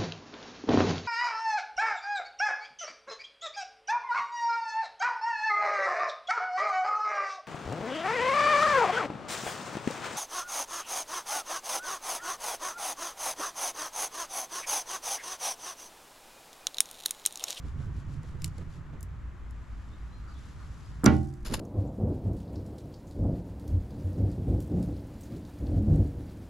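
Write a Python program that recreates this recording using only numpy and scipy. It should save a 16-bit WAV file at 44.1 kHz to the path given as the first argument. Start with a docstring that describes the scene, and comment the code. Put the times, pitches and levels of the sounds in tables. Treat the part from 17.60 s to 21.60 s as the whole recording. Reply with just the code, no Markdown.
"""A yard, microphone close to a car bonnet, with distant traffic and a low rumble behind.
A padded jacket swishes and hands thud softly while pliers tighten a spring antenna base, the steel jaws
clicking on the nut. Faint birds call as the arms move slowly. Near 3.5 s the jaws slip with a loud knock:
the bonnet booms, the spring chatters and the recorder's gain ducks. Last, the jaws scrape off the nut
and a puff of wind catches the microphone."""
import sys
import numpy as np
from scipy import signal
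from scipy.fft import rfft, irfft, next_fast_len
from scipy.io import wavfile
from scipy.ndimage import uniform_filter1d, map_coordinates

SR = 44100
rng = np.random.default_rng(int(sys.argv[2]) if len(sys.argv) > 2 else 0)


def transcribe(u):
    """Save the signal u as a 16-bit wav file named by the first command-line argument.

    u: samples, shape (n,) or (channels, n), limited to [-1, 1]; the rate is SR.
    q: integer samples, one column per channel.
    """
    v = np.clip(np.atleast_2d(u).T, -1, 1)
    q = np.round(v * 32767).astype(np.int16)
    wavfile.write(sys.argv[1], SR, q)


N = 176400
SNAP_S = 3.4609  # the jaws jump off the nut


def clicks():
    """Steel on steel, close up: each click cracks, grinds briefly and rings; the slip is a hard snap."""
    # Jaw contacts. Each row: start in seconds, level in dB, centre of the bright band in Hz.
    contacts = [(0.632, -49, 5500), (0.8198, -34.5, 6400), (0.8441, -21, 6860), (0.86, -36, 8000),
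                (0.8786, -41.5, 7900), (0.9822, -44, 6000), (1.408, -42.5, 11800), (1.429, -34.5, 12400),
                (1.9088, -50, 9200), (3.4422, -21, 12400), (3.4577, -19, 4460), (3.9405, -24, 8160)]
    # Spectra of the crack and the snap. Each row: frequency in Hz, level in dB.
    crack_colour = [(1000, 8), (2500, 3), (3800, -3), (5500, -2.5), (11500, -6), (15500, -15)]
    snap_colour = [(1000, 1.5), (3500, -5.5), (5600, -0.5), (7400, -3.5), (8100, -49), (10600, -10.5),
                   (15000, -46)]
    crack_db, crack_t60_s, grind_db, grind_t60_s = -5, 0.0096, -27, 0.11
    ring_db, snap_db, snap_t60_s = 9.5, -1.2, 0.0085
    out, t = np.zeros((2, N)), clock()[:SR // 6]
    rise = 1 - np.exp(-t / 0.00035)
    decay = amp(crack_db - 60 * t / crack_t60_s) + amp(grind_db - 60 * t / grind_t60_s)
    for start, db, centre_hz in contacts:
        bright = lambda hz: band(hz, centre_hz, octaves=1.03)
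        crack = noise(lambda hz: amp(along(crack_colour, hz)) * bright(hz), side_db=-6.5, size=len(t))
        ring = filtered(steel(), bright)
        add(out, start, amp(db) * (crack * rise * decay + amp(ring_db) * ring))
    snap = coloured(snap_colour, side_db=-10, size=len(t))
    add(out, SNAP_S, amp(snap_db - 60 * t / snap_t60_s) * rise * snap)
    return pan(out, left_db=1.0)


def steel():
    """The pliers' thin ring after one contact, of energy 1."""
    # Modes of the pliers. Each row: frequency in Hz, relative level in dB, t60 in seconds.
    modes = [(3030, -9.5, 0.032), (5300, 3, 0.0061), (7230, 1.5, 0.013), (7550, -3, 0.0093),
             (10550, 1, 0.0091)]
    t = clock()[:SR // 6]
    ring = sum(amp(db - 60 * t / t60) * np.sin(2 * np.pi * hz * t) for hz, db, t60 in modes)
    return ring / np.linalg.norm(ring)


def knocks():
    """Each blow of the mount thuds, shakes the sheet metal and feeds energy to the bonnet's modes."""
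    # Knocks and rebounds. Each row: start in seconds, thud in dB, ring drive in dB, ring cutoff in Hz.
    blows = [(3.435, -23.5, -14, 980), (3.4455, -13, -14, 895), (3.462, -2.5, -1.5, 5460),
             (3.4762, -1, -8, 2500), (3.504, -9.5, -14.5, 1200), (3.525, -6.5, -12, 910),
             (3.921, -27.5, -22.5, 800)]
    # Spectrum of the dense sheet-metal ring. Each row: frequency in Hz, level in dB.
    panel_colour = [(40, -15), (120, 6), (250, -0.5), (450, -6.5), (850, -12), (1250, -5.5), (1700, -9.5),
                    (3500, -25), (7000, -34.5), (15000, -67)]
    # Its decay. Each row: frequency in Hz, t60 in seconds.
    panel_t60 = [(100, 0.6), (400, 0.26), (1200, 0.11), (3000, 0.24), (8000, 0.32)]
    # Modes of bonnet and mount. Each row: frequency in Hz, relative level in dB, t60 in seconds.
    modes = [(80.5, 2.5, 0.36), (134.6, -9.5, 0.58), (213.4, -8.5, 0.42), (296, -19, 0.51),
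             (312.3, -12, 0.43), (353, -27.5, 0.92), (379, -12.5, 0.2), (456.6, -14, 0.17),
             (594, -25.5, 0.33), (710, -29, 0.41), (781, -20.5, 0.48), (879, -23, 0.27), (1087, -26, 0.26),
             (1155, -6.5, 0.055), (1393, -12.5, 0.091), (1448, -23.5, .27), (1490, -15, 0.087),
             (1955, -31, 0.31), (2086, -31, 0.21), (2140, -37, 0.12), (2276, -24.5, 0.18),
             (2970, -39, 0.36)]
    thud_hz, thud_s, panel_db, build_cycles = 237, 0.0033, -11.5, 6.6
    out, t = np.zeros((2, N)), clock()[:SR * 3 // 4]
    pulse = t / thud_s * np.exp(1 - t / thud_s) * np.exp(-(t / (4 * thud_s)) ** 2)
    thud = -pulse * np.sin(2 * np.pi * thud_hz * t)
    for start, thud_db, ring_db, cutoff_hz in blows:
        sheet = dying(coloured(panel_colour, side_db=-12, size=len(t)), panel_t60)
        sheet *= 1 - np.exp(-t / 0.0003)
        sheet = signal.sosfilt(signal.butter(2, cutoff_hz, fs=SR, output="sos"), sheet)
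        add(out, start, amp(thud_db) * thud + amp(ring_db + panel_db) * sheet)
    starts, _, drives_db, cutoffs_hz = np.transpose(blows)[..., None]
    age = np.maximum(t + starts[0] - starts, 0)
    for hz, db, t60 in modes:
        build = 1 - np.exp(-age * hz / build_cycles)
        fed = amp(db + drives_db - 60 * age / t60) * build / (1 + (hz / cutoffs_hz) ** 2)
        tone = np.sin(2 * np.pi * hz * t + 0.45 * rng.standard_normal((2, 1)))
        add(out, blows[0][0], np.linalg.norm(fed, axis=0) * tone)  # the blows add in energy
    return pan(out, left_db=-3.5)


def scrapes():
    """The teeth stick and slip on the nut at an uneven rate and ring the jaws."""
    # Scrapes of the jaws. Each row: start in seconds, hold in seconds, level in dB.
    strokes = [(3.8483, 0.024, -37), (3.878, 0.049, -47.5), (3.92, 0.0096, -44), (3.935, 0.0018, -35),
               (3.9388, 0.0032, -29.5), (3.954, 0.025, -49), (3.992, 0.0032, -40)]
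    # Spectrum of the grit. Each row: frequency in Hz, level in dB.
    colour = [(1200, 4.5), (2000, -0.5), (4500, 1), (9300, -6), (11500, 0.5), (15000, -28)]
    release_t60_s, slip_t60_s, jitter_hz, ring_db = 0.045, 0.015, 1300, -8
    t, force = clock(), np.zeros(N)
    for start, hold, db in strokes:
        rise = np.clip((t - start) / 0.0022, 0, 1)
        force += rise * amp(db - 60 * np.maximum(t - start - hold, 0) / release_t60_s)
    travel = np.cumsum(np.exp(wobble(jitter_hz))) * jitter_hz / 2 / SR
    slips = np.diff(np.floor(travel), prepend=0)
    bite = signal.lfilter([1], [1, -amp(-60 / (slip_t60_s * SR))], slips)
    grit = force * unit(bite) * coloured(colour, side_db=-10)
    ring = signal.fftconvolve(grit, steel()[None], axes=1)[:, :N]
    return pan(grit + amp(ring_db) * ring, left_db=2)


def spring():
    """The antenna spring chatters thinly after the knock."""
    # Fade of the chatter. 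Each row: time in seconds, level in dB.
    fade = [(3.47, -58.5), (3.56, -55), (3.68, -61.5), (3.84, -72)]
    chatter = (clock() > SNAP_S) * level(fade) * flutter(depth_db=4.6, rate=500)
    return chatter * noise(lambda hz: band(hz, centre_hz=5920, octaves=0.7), side_db=-9.5)


def jacket():
    """Nylon slides on nylon: quick even swishes while the hand twists the antenna, then slow arm moves."""
    # Arm moves. Each row: centre in seconds, half width in seconds, level in dB.
    moves = [(2.36, 0.33, -71.5), (2.86, 0.13, -67.5), (3.24, 0.18, -66.5)]
    # Spectrum of rubbing nylon. Each row: frequency in Hz, level in dB.
    nylon = [(1000, -8), (3000, 8), (7500, 4.5), (8300, -2.5), (11000, -3), (13000, -15), (15000, -29)]
    first_s, period_s = 0.079, 0.1518
    twists = sum(swell(first_s + k * period_s, width_s=0.04, db=-66) for k in range(8))
    rub = twists + sum(swell(*row) for row in moves)
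    return pan(rub * flutter(depth_db=1.6, rate=210) * coloured(nylon, side_db=-8), left_db=2.0)


def handling():
    """The hands work the mount: dull thudding and a few distinct bumps."""
    # Thudding through the mount. Each row: time in seconds, level in dB.
    thudding = [(0, -37), (.5, -37), (.9, -38.5), (1.05, -44), (1.35, -44), (1.6, -47.5), (2, -62.5),
                (3.7, -47), (3.85, -46), (4, -46.5)]
    # Hand bumps. Each row: start in seconds, level in dB.
    bumps = [(.04, -41.5), (.2, -44.5), (.355, -50), (.632, -42), (0.746, -43), (0.979, -42.5),
             (1.008, -43.5), (1.329, -40.5), (3.894, -28), (3.913, -28.5), (3.975, -32.5)]
    # Spectra of the thudding and the bumps. Each row: frequency in Hz, level in dB.
    thud_colour = [(25, -1), (50, -12.5), (76, 10.5), (105, 2.5), (148, 6.5), (190, -10), (320, -18.5),
                   (520, -30.5), (1500, -70)]
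    bump_colour = [(40, 0), (200, 6), (480, -2.5), (750, -16), (1400, -16.5), (12000, -52)]
    t, bump_t60_s = clock()[:SR // 4], 0.14
    out = level(thudding) * flutter(depth_db=3.9, rate=24.87) * coloured(thud_colour, side_db=-19)
    for start, db in bumps:
        envelope = amp(db - 60 * t / bump_t60_s) * (1 - np.exp(-t / 0.0037))
        add(out, start, envelope * coloured(bump_colour, side_db=-36, size=len(t)))
    return pan(out, left_db=-5.0)


def yard(x):
    """Fence and house walls answer briefly."""
    # Decay of the echo. Each row: frequency in Hz, t60 in seconds.
    echo_t60 = [(200, 0.35), (2000, 0.37), (12000, 0.094)]
    tail = dying(rng.standard_normal((2, SR // 2)), echo_t60)
    echo = np.pad(tail, ((0, 0), (300, 0))) / np.linalg.norm(tail[0])
    return signal.fftconvolve(x, echo, axes=1)[:, :N]


def outdoors():
    """Distant traffic with soft swells, a throbbing low rumble and one puff of wind on the microphone."""
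    # Spectra of the traffic and the wind. Each row: frequency in Hz, level in dB.
    road_colour = [(20, 5), (40, -6), (90, 6), (130, -4.5), (190, -7.5), (300, -14), (450, -23), (750, -24),
                   (1150, -19.5), (1700, -24), (2800, -34), (5000, -44), (7500, -43.5), (8500, -52.5),
                   (12500, -54.5), (15000, -72)]
    gust_colour = [(15, -20), (36, -4.5), (60, -26), (200, -26), (1000, -78)]
    # Distant midrange swells. Each row: centre in seconds, level in dB.
    far_swells = [(.08, -64), (.24, -61.5), (2.69, -57), (3.02, -59)]
    # Course of the rumble. Each row: time in seconds, level in dB.
    rumble_levels = [(0, -41.5), (1.4, -49), (1.55, -40), (3.13, -45), (3.2, -54), (3.4, -40.5)]
    road_db, rumble_hz, half_width_hz = -45, 57.2, 8.9
    road = amp(road_db + 0.16 * wobble(4.52)) * coloured(road_colour, side_db=-7.5)
    far = sum(swell(centre, width_s=0.03, db=db) for centre, db in far_swells)
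    far = far * noise(lambda hz: band(hz, centre_hz=1280, octaves=0.24), side_db=-6)
    rumble = noise(lambda hz: 1 / (1 + ((hz - rumble_hz) / half_width_hz) ** 4), side_db=-48)
    gust = swell(centre_s=3.89, width_s=0.05, db=-29.5) * coloured(gust_colour, side_db=-32)
    return pan(road + far, left_db=1.0) + level(rumble_levels) * rumble + gust


def birds():
    """Small birds far off: each note glides to its end pitch, some warble; most is diffuse echo."""
    # Calls. Each row: start in seconds, start and end pitch in Hz, roughness from 0 to 1, level in dB.
    chirps = [(2.298, 3300, 3700, 0.4, -67), (2.506, 3650, 4140, 0, -65), (2.668, 4800, 4400, 1, -63),
              (2.728, 3050, 3600, .9, -64), (2.975, 4300, 4400, 0.5, -70), (3.225, 4950, 4910, 0, -67)]
    note_s, glide_s, warble_hz, echo_t60_s, direct_db = 0.065, 0.014, 260, 0.35, -3
    out, t = np.zeros((2, N)), clock()[:SR // 2]
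    for start, start_hz, end_hz, rough, db in chirps:
        pitch = end_hz + (start_hz - end_hz) * np.exp(-t / glide_s)
        pitch += rough * warble_hz * wobble(warble_hz)[:len(t)]
        note = np.sin(np.pi * np.minimum(t / note_s, 1)) * np.sin(2 * np.pi * np.cumsum(pitch) / SR)
        tail = rng.standard_normal((2, len(t))) * amp(-60 * t / echo_t60_s)
        echo = signal.fftconvolve(note[None], tail / np.linalg.norm(tail[0]), axes=1)[:, :len(t)]
        add(out, start, amp(db) * (amp(direct_db) * note + echo))
    return out


def amp(db):
    """Decibels to gain."""
    return 10 ** (np.asarray(db) / 20)


def unit(x):
    """Scale to rms 1."""
    return x / np.sqrt(np.mean(x ** 2) + 1e-20)


def along(points, hz):
    """Interpolate (Hz, value) points on a log axis."""
    freqs, values = np.transpose(points)
    return np.interp(np.log(hz + 1), np.log(freqs + 1), values)


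def band(hz, centre_hz, octaves):
    """A bell-shaped band on a log frequency axis."""
    return np.exp(-.5 * (np.log2((hz + 1) / centre_hz) / octaves) ** 2)


def clock():
    """Time of each sample."""
    return np.arange(N) / SR


def level(rows):
    """Gain per sample from (s, dB) points."""
    return amp(np.interp(clock(), *np.transpose(rows)))


def swell(centre_s, width_s, db):
    """A bell-shaped rise and fall."""
    return amp(db) * np.exp(-.5 * ((clock() - centre_s) / width_s) ** 2)


def wobble(rate):
    """A smooth random curve, rate knots a second."""
    return map_coordinates(rng.standard_normal(4096), [clock() * rate], mode="wrap")


def flutter(depth_db, rate):
    """A wobbling gain of rms 1."""
    return unit(amp(depth_db * wobble(rate)))


def filtered(x, response):
    """Pass x through a frequency response."""
    n = x.shape[-1]
    padded = next_fast_len(n + 8192)
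    return irfft(rfft(x, padded) * response(np.fft.rfftfreq(padded, 1 / SR)), padded)[..., :n]


def noise(response, side_db, size=N):
    """Stereo noise of rms 1, mostly alike in both channels."""
    mid, side = filtered(rng.standard_normal((2, size)), response)
    return unit(mid + np.array([[1], [-1]]) * amp(side_db) * side)


def coloured(points, side_db, size=N):
    """Stereo noise with a (Hz, dB) spectrum."""
    return noise(lambda hz: amp(along(points, hz)), side_db, size)


def dying(x, t60s):
    """Let each frequency of x die at its own speed."""
    hz, t, spectrum = signal.stft(x, SR, nperseg=512)
    decay = amp(-60 * t / along(t60s, hz)[:, None])
    return signal.istft(spectrum * decay, SR, nperseg=512)[1][:, :x.shape[-1]]


def pan(x, left_db):
    """Lean a sound to the left or right."""
    return x * amp(np.array([[left_db], [-left_db]]) / 2)


def add(out, start_s, x):
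    """Mix x in at start_s."""
    part = out[:, max(0, round(start_s * SR)):][:, :x.shape[-1]]
    part += x[..., :part.shape[1]]


def scene():
    """The close tool work and its yard echo, over the background."""
    work = clicks() + knocks() + scrapes() + spring()
    return work + amp(-22.5) * yard(work) + jacket() + handling() + outdoors() + birds()


def record(dry):
    """The recorder's gain ducks at once and recovers slowly; the left channel lags; steep band limit."""
    duck_above_db, recover_db_per_s, top_hz, lag_samples = -12, 10, 15800, 0.29
    power = np.abs(uniform_filter1d(np.mean(dry ** 2, axis=0), size=441))
    over_db = np.maximum(10 * np.log10(power + 1e-12) - duck_above_db, 0)
    recovery_db = recover_db_per_s * clock()
    ducked = dry * amp(recovery_db - np.maximum.accumulate(over_db + recovery_db))
    delay_s = np.array([[1], [-1]]) * lag_samples / 2 / SR
    return filtered(ducked, lambda hz: (hz < top_hz) * np.exp(-2j * np.pi * hz * delay_s))


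dry = scene()
out = record(dry)
transcribe(out)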